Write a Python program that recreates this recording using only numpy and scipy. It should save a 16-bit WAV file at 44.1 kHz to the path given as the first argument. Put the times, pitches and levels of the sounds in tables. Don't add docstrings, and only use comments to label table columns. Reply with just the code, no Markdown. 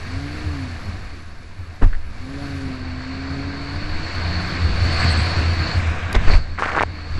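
import sys
import numpy as np
from scipy import signal
from scipy.fft import rfft, irfft, next_fast_len
from scipy.io import wavfile
from scipy.ndimage import uniform_filter1d, map_coordinates

SR = 44100
rng = np.random.default_rng(int(sys.argv[2]) if len(sys.argv) > 2 else 0)


def pcm_store(signal):
    levels = np.round(np.clip(np.atleast_2d(signal), -1, 1) * 32767)
    wavfile.write(sys.argv[1], SR, levels.astype(np.int16).T)


def elevation(decibels):
    levels = np.asarray(decibels, float)
    return 10 ** (levels / 20)


N = 317079
T = np.arange(N) / SR

# (time [s], firing rate [Hz], load [dB], rasp of the orders above 2 [dB])
ENGINE_RUNS = [
    [(0, 110.2, -12, -8), (.1, 127.5, -6.5, -6), (.2, 138.4, 1, -1), (.4, 154.8, 0, -6),
     (.5, 150.8, 3.5, -6), (.6, 133.3, 3.5, -8), (.7, 123.3, -8, -6), (.9, 101, -0.5, -5),
     (1.1, 86.8, -12, -6)],
    [(2.02, 90, -16, -4), (2.21, 124, -7, -4), (2.3, 135.7, -2, 2), (2.4, 142.3, 1, 3.5),
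     (2.8, 128, -0.5, 4), (3.0, 128.5, -2, -8), (3.4, 138.5, 3, 1), (3.7, 139.7, -0.5, 1),
     (4.12, 163.7, -3, -6)],
    [(4.2, 150.2, -5.5, 3), (4.7, 169.2, -4, -2), (5.3, 166.4, -1.5, -3), (5.75, 158.3, -1, -3)],
    [(6.86, 149.6, -5, 0), (7.1, 148, -14, 0), (7.19, 132, -6, -3)],
]
SPEED_WAVER = [.0056, .004, .014, .01]
ORDERS_DB = [0, 0, -8, -11, -10]
# (frequency [Hz], gain [dB])
HULL = [(80, -30), (130, -39.5), (190, -40.5), (265, -32), (300, -36.5), (340, -40.5), (410, -41),
        (900, -47.5)]

# (frequency [Hz], width [Hz], level [dB])
SPRING_MODES = [(83.64, 13.7, 4.5), (128, 72, -16)]
# (time [s], level [dB])
KICKS = [(.16, -24), (.48, -23.5), (.62, -30), (.88, -31), (1.62, -29), (1.86, -20.5), (2.4, -33),
         (2.8, -33), (3.0, -32), (3.2, -34), (3.34, -23.5), (3.55, -42), (3.8, -25.5), (3.93, -27),
         (4.2, -27), (4.34, -22), (4.66, -18), (4.85, -11.5), (4.95, -22), (5.1, -20), (5.21, -14.5),
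         (5.39, -13), (5.5, -19), (5.62, -18), (5.78, -13), (5.9, -19), (6.25, -16.5), (6.37, -15),
         (6.85, -26), (7.11, -25.5)]
# (time [s], level [dB])
SWELLS = [
    (1.04, -34.5),
    (1.98, -26.5),
    (3.54, -36),
    (3.92, -24.5),
    (4.73, -19.5),
    (5.95, -29),
    (6.25, -15),
    (7.19, -22),
]
# (frequency [Hz], density [dB per Hz])
HEAVE_SPECTRUM = [(3, -12), (10, -13), (22, -21.5), (62, -21.5), (95, -39), (150, -120)]
# (frequency [Hz], density [dB per Hz])
CHOP_SPECTRUM = [(60, -45), (130, -1.5), (220, -5.5), (330, -7.5), (480, -19), (700, -20), (1000, -120)]
# (time [s], frequency [Hz], level [dB])
MOUNT_HUM = [(4.2, 173, -42), (4.324, 178, -31), (4.734, 176.2, -38.5), (4.8, 183.2, -38)]

# (time [s], spray level [dB])
FLOW = [(0, -38), (.38, -37), (.9, -40), (1.38, -47), (2.06, -46), (2.44, -38), (2.98, -38.5), (3.4, -36),
        (3.9, -34.5), (4.16, -32), (4.75, -29.5), (5.04, -26), (5.75, -30), (6.17, -32.5), (6.35, -28),
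        (6.41, -42), (7.03, -40.5), (7.19, -37)]
# (frequency [Hz], density [dB per Hz])
SPRAY_SPECTRUM = [(260, -36), (450, -3.5), (544, -4.5), (617, -4), (676, -1.5), (753, -0.5), (802, -7),
                  (1100, -1), (1360, -3.5), (1580, 0.5), (1960, -4), (2270, -3), (2890, -10.5),
                  (3200, -17.5), (3900, -12), (5070, -48), (8580, -120)]
# (frequency [Hz], density [dB per Hz])
FIZZ_SPECTRUM = [(3000, -8.5), (4900, -4), (6300, -11), (7200, -12.5), (8100, -14), (8500, -22),
                 (9500, -31), (10500, -120)]
# (frequency [Hz], density [dB per Hz])
MIST_SPECTRUM = [(4940, -35), (8400, -6), (9020, -3), (9870, -0.5), (11100, -0.5), (12100, -8),
                 (15700, -52), (22000, -120)]
# (frequency [Hz], width [Hz], level [dB])
CAVITY_MODES = [(4410, 217, 14), (3280, 310, -12.5)]

# (time [s], peak level [dB], frequency [Hz], t60 [s], direction [1])
SLAMS = [
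    (1.824, -1.5, 24.3, 0.3, -1.22),
    (1.821, -7, 265, 0.071, -0.68),
    (1.899, -10.5, 12.4, 0.49, 0.97),
    (6.16, 3.5, 34, 0.087, 0.92),
    (6.274, -5.5, 17.6, 0.56, -0.77),
    (6.328, -3, 59, 0.087, -0.77),
    (6.352, 7.5, 34, 0.05, -1.59),
    (6.378, -15.5, 84, 0.73, 0.57),
]
# (time [s], rms level [dB], t60 [s], tilt [dB per octave], length [s])
CRUNCHES = [
    (1.81, -19, 0.21, -10.5, 0.061),
    (6.139, -12.5, 0.18, -4, 0.031),
    (6.269, -16.5, 0.31, -5.5, 0.11),
    (6.331, -27, 0.16, -5, .035),
    (6.581, -29.5, 3.5, -2, 0.13),
    (6.707, -26, 8.2, -3.5, 0.13),
]
# (time [s], rms level [dB], centre [Hz], width [Hz], length [s])
BURSTS = [
    (6.146, -24, 3600, 1300, 0.011),
    (6.303, -31, 4370, 610, 0.031),
    (1.815, -27, 1120, 900, 0.04),
    (7.03, -40, 470, 74, .06),
    (6.35, -44, 4430, 400, .11),
]
# (time [s], rms level [dB], centre [Hz], width
# [Hz], length [s])
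SPITS = [
    (4.9, -53, 9000, 1210, 0.084),
    (4.97, -45, 7900, 895, .1),
    (5.09, -42.5, 8170, 894, 0.056),
    (5.15, -46.5, 8000, 900, 0.099),
    (5.872, -47, 7000, 5000, 0.0058),
    (6.128, -26.5, 2500, 7000, 0.0036),
    (6.826, -31.5, 4500, 5000, 0.0037),
]

# (time [s], peak level [dB], frequency [Hz])
RAPS = [(6.5865, -9, 1250), (6.6232, 1.5, 1100), (6.636, -9, 1350), (6.6463, -8, 1420), (6.6603, -7.5, 680),
        (6.6766, -18, 1460), (6.6924, -17, 1040), (6.7487, -9, 1376), (6.7521, -7, 1280),
        (6.7661, -2.5, 715), (6.7726, -1.5, 1220), (6.7787, -1, 930), (6.7864, -3, 1250),
        (6.7935, -7, 1600), (6.798, -7, 1990), (6.8085, 0, 910), (6.8183, -1, 1050), (6.8274, -9, 2300),
        (6.835, 2.5, 890)]
# (time [s], peak level [dB], frequency [Hz])
TICKS = [(1.9297, -21, 1510), (1.9345, -19.5, 1680), (1.945, -28, 1650), (1.951, -23, 1800),
         (6.2806, -12, 2250), (6.292, -25, 1490), (6.3056, -25, 1850), (6.3361, -8.5, 2200),
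         (6.3535, -16, 1870), (6.3576, -28, 1920)]
# (time [s], length [s], mean level [dB])
SHOWERS = [
    (6.58, 0.024, -18.5),
    (6.628, 0.076, -14.5),
    (6.7, 0.049, -18.5),
    (6.753, .065, -16.5),
]

CRUISE_DB = -38
TURN_ENDS_S, STRAIGHTEN_S = 2.62, 0.22
AIRBORNE_S, LIFT_S = (5.76, 6.3), (0.082, 0.14)
# level at cruise [dB], growth [dB per dB of flow], change while carving [dB]
JET, FIZZING, MISTING = (-45, 1.28, -3.5), (-56.5, 0.94, 4), (-70.5, 0.75, 5.3)
CHOPPING, SHAKING, HEAVING = (-40, 0.86, -0.53), (-32.5, 0.8, -1), (-34, 0.36, -0.82)
KICK_RISE_S, KICK_T60_S = 0.066, 0.33
SWELL_RISE_S, SWELL_T60_S = 0.15, 1.12
CRUNCH_RISE_S = 0.012
DRIP_S, DRIP_HZ, DRIP_OCTAVES, DRIP_SPREAD_DB = 0.0036, 1350, 0.35, 3
SPARED_TURN, SPARED_STRAIGHT = 0.44, 0.06


def unit(x):
    return x / np.sqrt(np.mean(x ** 2) + 1e-20)


def curves(rows):
    s, *cols = np.transpose(rows)
    return [np.interp(T, s, c) for c in cols]


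def wobble(rate):
    knots = rng.standard_normal(int(N * rate / SR) + 4)
    return map_coordinates(knots, [T * rate])


def filtered(x, response):
    m = next_fast_len(len(x) + 8192)
    return irfft(rfft(x, m) * response(np.fft.rfftfreq(m, 1 / SR)), m)[:len(x)]


def shape(points):
    f, db = np.transpose(points)
    return lambda hz: elevation(np.interp(np.log(hz + 1), np.log(f + 1), db, -120, -120))


def modes(table):
    def response(f):
        total = 0
        for k, (centre, width, db) in enumerate(table):
            damping = 1j * f * width
            total = total + (-1) ** k * elevation(db) * damping / (centre * centre - f * f + damping)
        return total
    return response


def rush(response, patchy_db, flicker_db=0):
    noise = rng.standard_normal(N) * elevation(flicker_db * wobble(250))
    z = signal.stft(noise, nperseg=512)[2]
    field = uniform_filter1d(rng.standard_normal(z.shape), 6, 0)
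    field = uniform_filter1d(field, 10, 1)
    patchy = signal.istft(z * elevation(patchy_db * unit(field)), nperseg=512)[1][:N]
    return unit(filtered(patchy, response))


def carving(t):
    return np.clip(1 - (t - TURN_ENDS_S) / STRAIGHTEN_S, 0, 1)


def follows(db, growth, turn_db):
    return db + growth * (curves(FLOW)[0] - CRUISE_DB) + turn_db * carving(T)


def bumps(events, rise, t60, rest_db):
    power = elevation(rest_db) ** 2
    for s, db in events:
        swell = np.where(T < s, np.clip(1 - (s - T) / rise, 0, 1), elevation(-60 * np.abs(T - s) / t60))
        power = power + (elevation(db + 0.5) * swell) ** 2
    return uniform_filter1d(np.sqrt(power), size=900)


def engine():
    out = np.zeros(N)
    for rows, waver in zip(ENGINE_RUNS, SPEED_WAVER):
        hz, load_db, rasp_db = curves(rows)
        hz = uniform_filter1d(hz, size=3000)
        phase = 2 * np.pi * np.cumsum(hz * (1 + waver * wobble(30))) / SR
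        tone = np.zeros(N)
        for k, order_db in enumerate(ORDERS_DB, 1):
            waver_db = 1.86 * wobble(25) + (k != 2) * 2.06 * wobble(5)
            level_db = order_db + load_db + (k > 2) * rasp_db + 2.0 + waver_db
            tone += shape(HULL)(k * hz) * elevation(level_db) * np.sin(k * phase)
        start, end = rows[0][0], rows[-1][0]
        out += tone * np.clip(np.minimum(T - start + 0.014, end - T) / 0.081, 0, 1)
    return out


def mount():
    boom = bumps(KICKS, KICK_RISE_S, KICK_T60_S, follows(*SHAKING))
    heave = bumps(SWELLS, SWELL_RISE_S, SWELL_T60_S, follows(*HEAVING))
    spring = np.sin(2 * np.pi * np.cumsum(84 + 3 * wobble(12)) / SR)
    ring = unit(spring * elevation(1.52 * wobble(22)) + 0.57 * rush(modes(SPRING_MODES), patchy_db=1.5))
    chop = elevation(follows(*CHOPPING)) * rush(shape(CHOP_SPECTRUM), patchy_db=2.0, flicker_db=1.5)
    hum_hz, hum_db = curves(MOUNT_HUM)
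    hum = elevation(hum_db + 3) * np.sin(2 * np.pi * np.cumsum(hum_hz) / SR)
    hum *= np.interp(T, [4.2, 4.27, 4.72, 4.8], [0, 1, 1, 0])
    return boom * ring + heave * rush(shape(HEAVE_SPECTRUM), patchy_db=0.5) + chop + hum


def water():
    spray_db = curves(FLOW)[0]
    leaving, biting = (T - AIRBORNE_S[0]) / LIFT_S[0], (AIRBORNE_S[1] - T) / LIFT_S[1]
    aloft = np.clip(np.minimum(leaving, biting), 0, 1)
    jet_db = follows(*JET) - 30 * aloft
    surge = wobble(9)
    spray = elevation(spray_db + 0.6 * surge) * rush(shape(SPRAY_SPECTRUM), patchy_db=1.0, flicker_db=-0.5)
    cavity = lambda f: modes(CAVITY_MODES)(f) * modes([(4300, 1500, 0)])(f)
    jet = elevation(jet_db + 1.05 * surge) * rush(cavity, patchy_db=1.0, flicker_db=-0.5)
    bright_modes = modes([(2555, 530, 5.5), (3800, 620, -11.0)])
    bright = elevation(2.17 * spray_db + 23.0) * rush(bright_modes, patchy_db=4.0, flicker_db=1.5)
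    fizz_db = follows(*FIZZING) + 3 + 1.1 * wobble(7.4)
    fizz = elevation(fizz_db) * rush(shape(FIZZ_SPECTRUM), patchy_db=0.5, flicker_db=1.0)
    return spray + bright + jet + fizz


def mist():
    return elevation(follows(*MISTING) + 2.5) * rush(shape(MIST_SPECTRUM), patchy_db=2.0)


def landings():
    out, t = np.zeros(N + SR), np.arange(SR // 2) / SR
    for s, db, hz, t60, way in SLAMS:
        swing = np.sin(2 * np.pi * hz * t) * (1 - np.exp(-t / 0.0089))
        out[round(s * SR):][:len(t)] += way * elevation(db + 3.5 - 60 * t / t60) * swing
    for s, db, t60, tilt_db, length in CRUNCHES:
        def shell(f):
            tilt = elevation(tilt_db * np.log2((f + 200) / 1200))
            colour = shape(SPRAY_SPECTRUM)(np.clip(f, 450, 3900)) / (1 + (f / 5500) ** 3)
            return tilt * colour * f / (f + 150)
        lumps = rng.standard_normal(len(t)) * elevation(3.3 * wobble(294.0)[:len(t)])
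        swell = np.minimum(t / CRUNCH_RISE_S, 1) ** 2 * np.clip((length - t) / 0.0022, 0, 1)
        out[round(s * SR):][:len(t)] += elevation(db - 60 * t / t60) * swell * unit(filtered(lumps, shell))
    return out[:N]


def bursts():
    out, t = np.zeros(N + SR), np.arange(SR // 4) / SR
    for s, db, hz, width, length in list(BURSTS) + list(SPITS):
        spurt = rng.standard_normal(len(t)) * elevation(2.2 * wobble(220)[:len(t)])
        swell = np.clip(np.minimum(t, length - t) / (0.3 * length), 0, 1)
        cavity = lambda f: modes([(hz, width, 0)])(f) ** 2
        out[round(s * SR):][:len(t)] += elevation(db) * swell * unit(filtered(spurt, cavity))
    return out[:N]


def showers():
    rows = []
    for s, length, db in SHOWERS:
        gap, size, pitch = rng.standard_normal((30, 3)).T
        when = s + np.cumsum(DRIP_S * np.exp(gap / 4)) - DRIP_S
        level_db = db + DRIP_SPREAD_DB * size
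        hz = DRIP_HZ * 2 ** (DRIP_OCTAVES * pitch)
        rows += [row for row in zip(when, level_db, hz) if row[0] < s + length]
    return rows


def drops():
    out, t = np.zeros(N + SR), np.arange(SR // 40) / SR
    for s, db, hz in list(RAPS) + list(TICKS) + showers():
        t60 = 0.0022 + 5.9 * min(hz, 1500) / 1500 ** 2
        partner, phase = rng.random(2)
        partner_hz = (1.17 + 1.02 * partner) * hz
        ring = -np.sin(2 * np.pi * hz * t)
        ring += 0.3 * elevation(db / 2.2) * np.sin(2 * np.pi * (partner_hz * t + phase))
        out[round(s * SR):][:len(t)] += elevation(db + 3 - 60 * t / t60) * ring * (1 - np.exp(-t / 0.00025))
    return out[:N]


def scene():
    return (engine() + mount() + water() + mist() + landings() + bursts() + drops())[None]


def roll_off(x):
    return signal.sosfilt(signal.butter(12, 12240, fs=SR, output="sos"), x)


def record(dry):
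    x = dry / (1 + np.abs(dry / 1.06) ** 7) ** (1 / 7)
    hz, t, z = signal.stft(x, SR, nperseg=1152)
    high = hz > 8450
    power = np.abs(z[0, high]) ** 2
    usual = uniform_filter1d(power[:120].mean(0), size=9)
    share = SPARED_STRAIGHT + (SPARED_TURN - SPARED_STRAIGHT) * carving(t)
    share = np.clip(share, 0.01, 0.99)
    z[0, high] *= power > -1.2 * np.log(share) * usual
    mix = signal.istft(z, SR, nperseg=1152)[1][:, :N]
    return roll_off(mix)


dry = scene()
out = record(dry)
pcm_store(out)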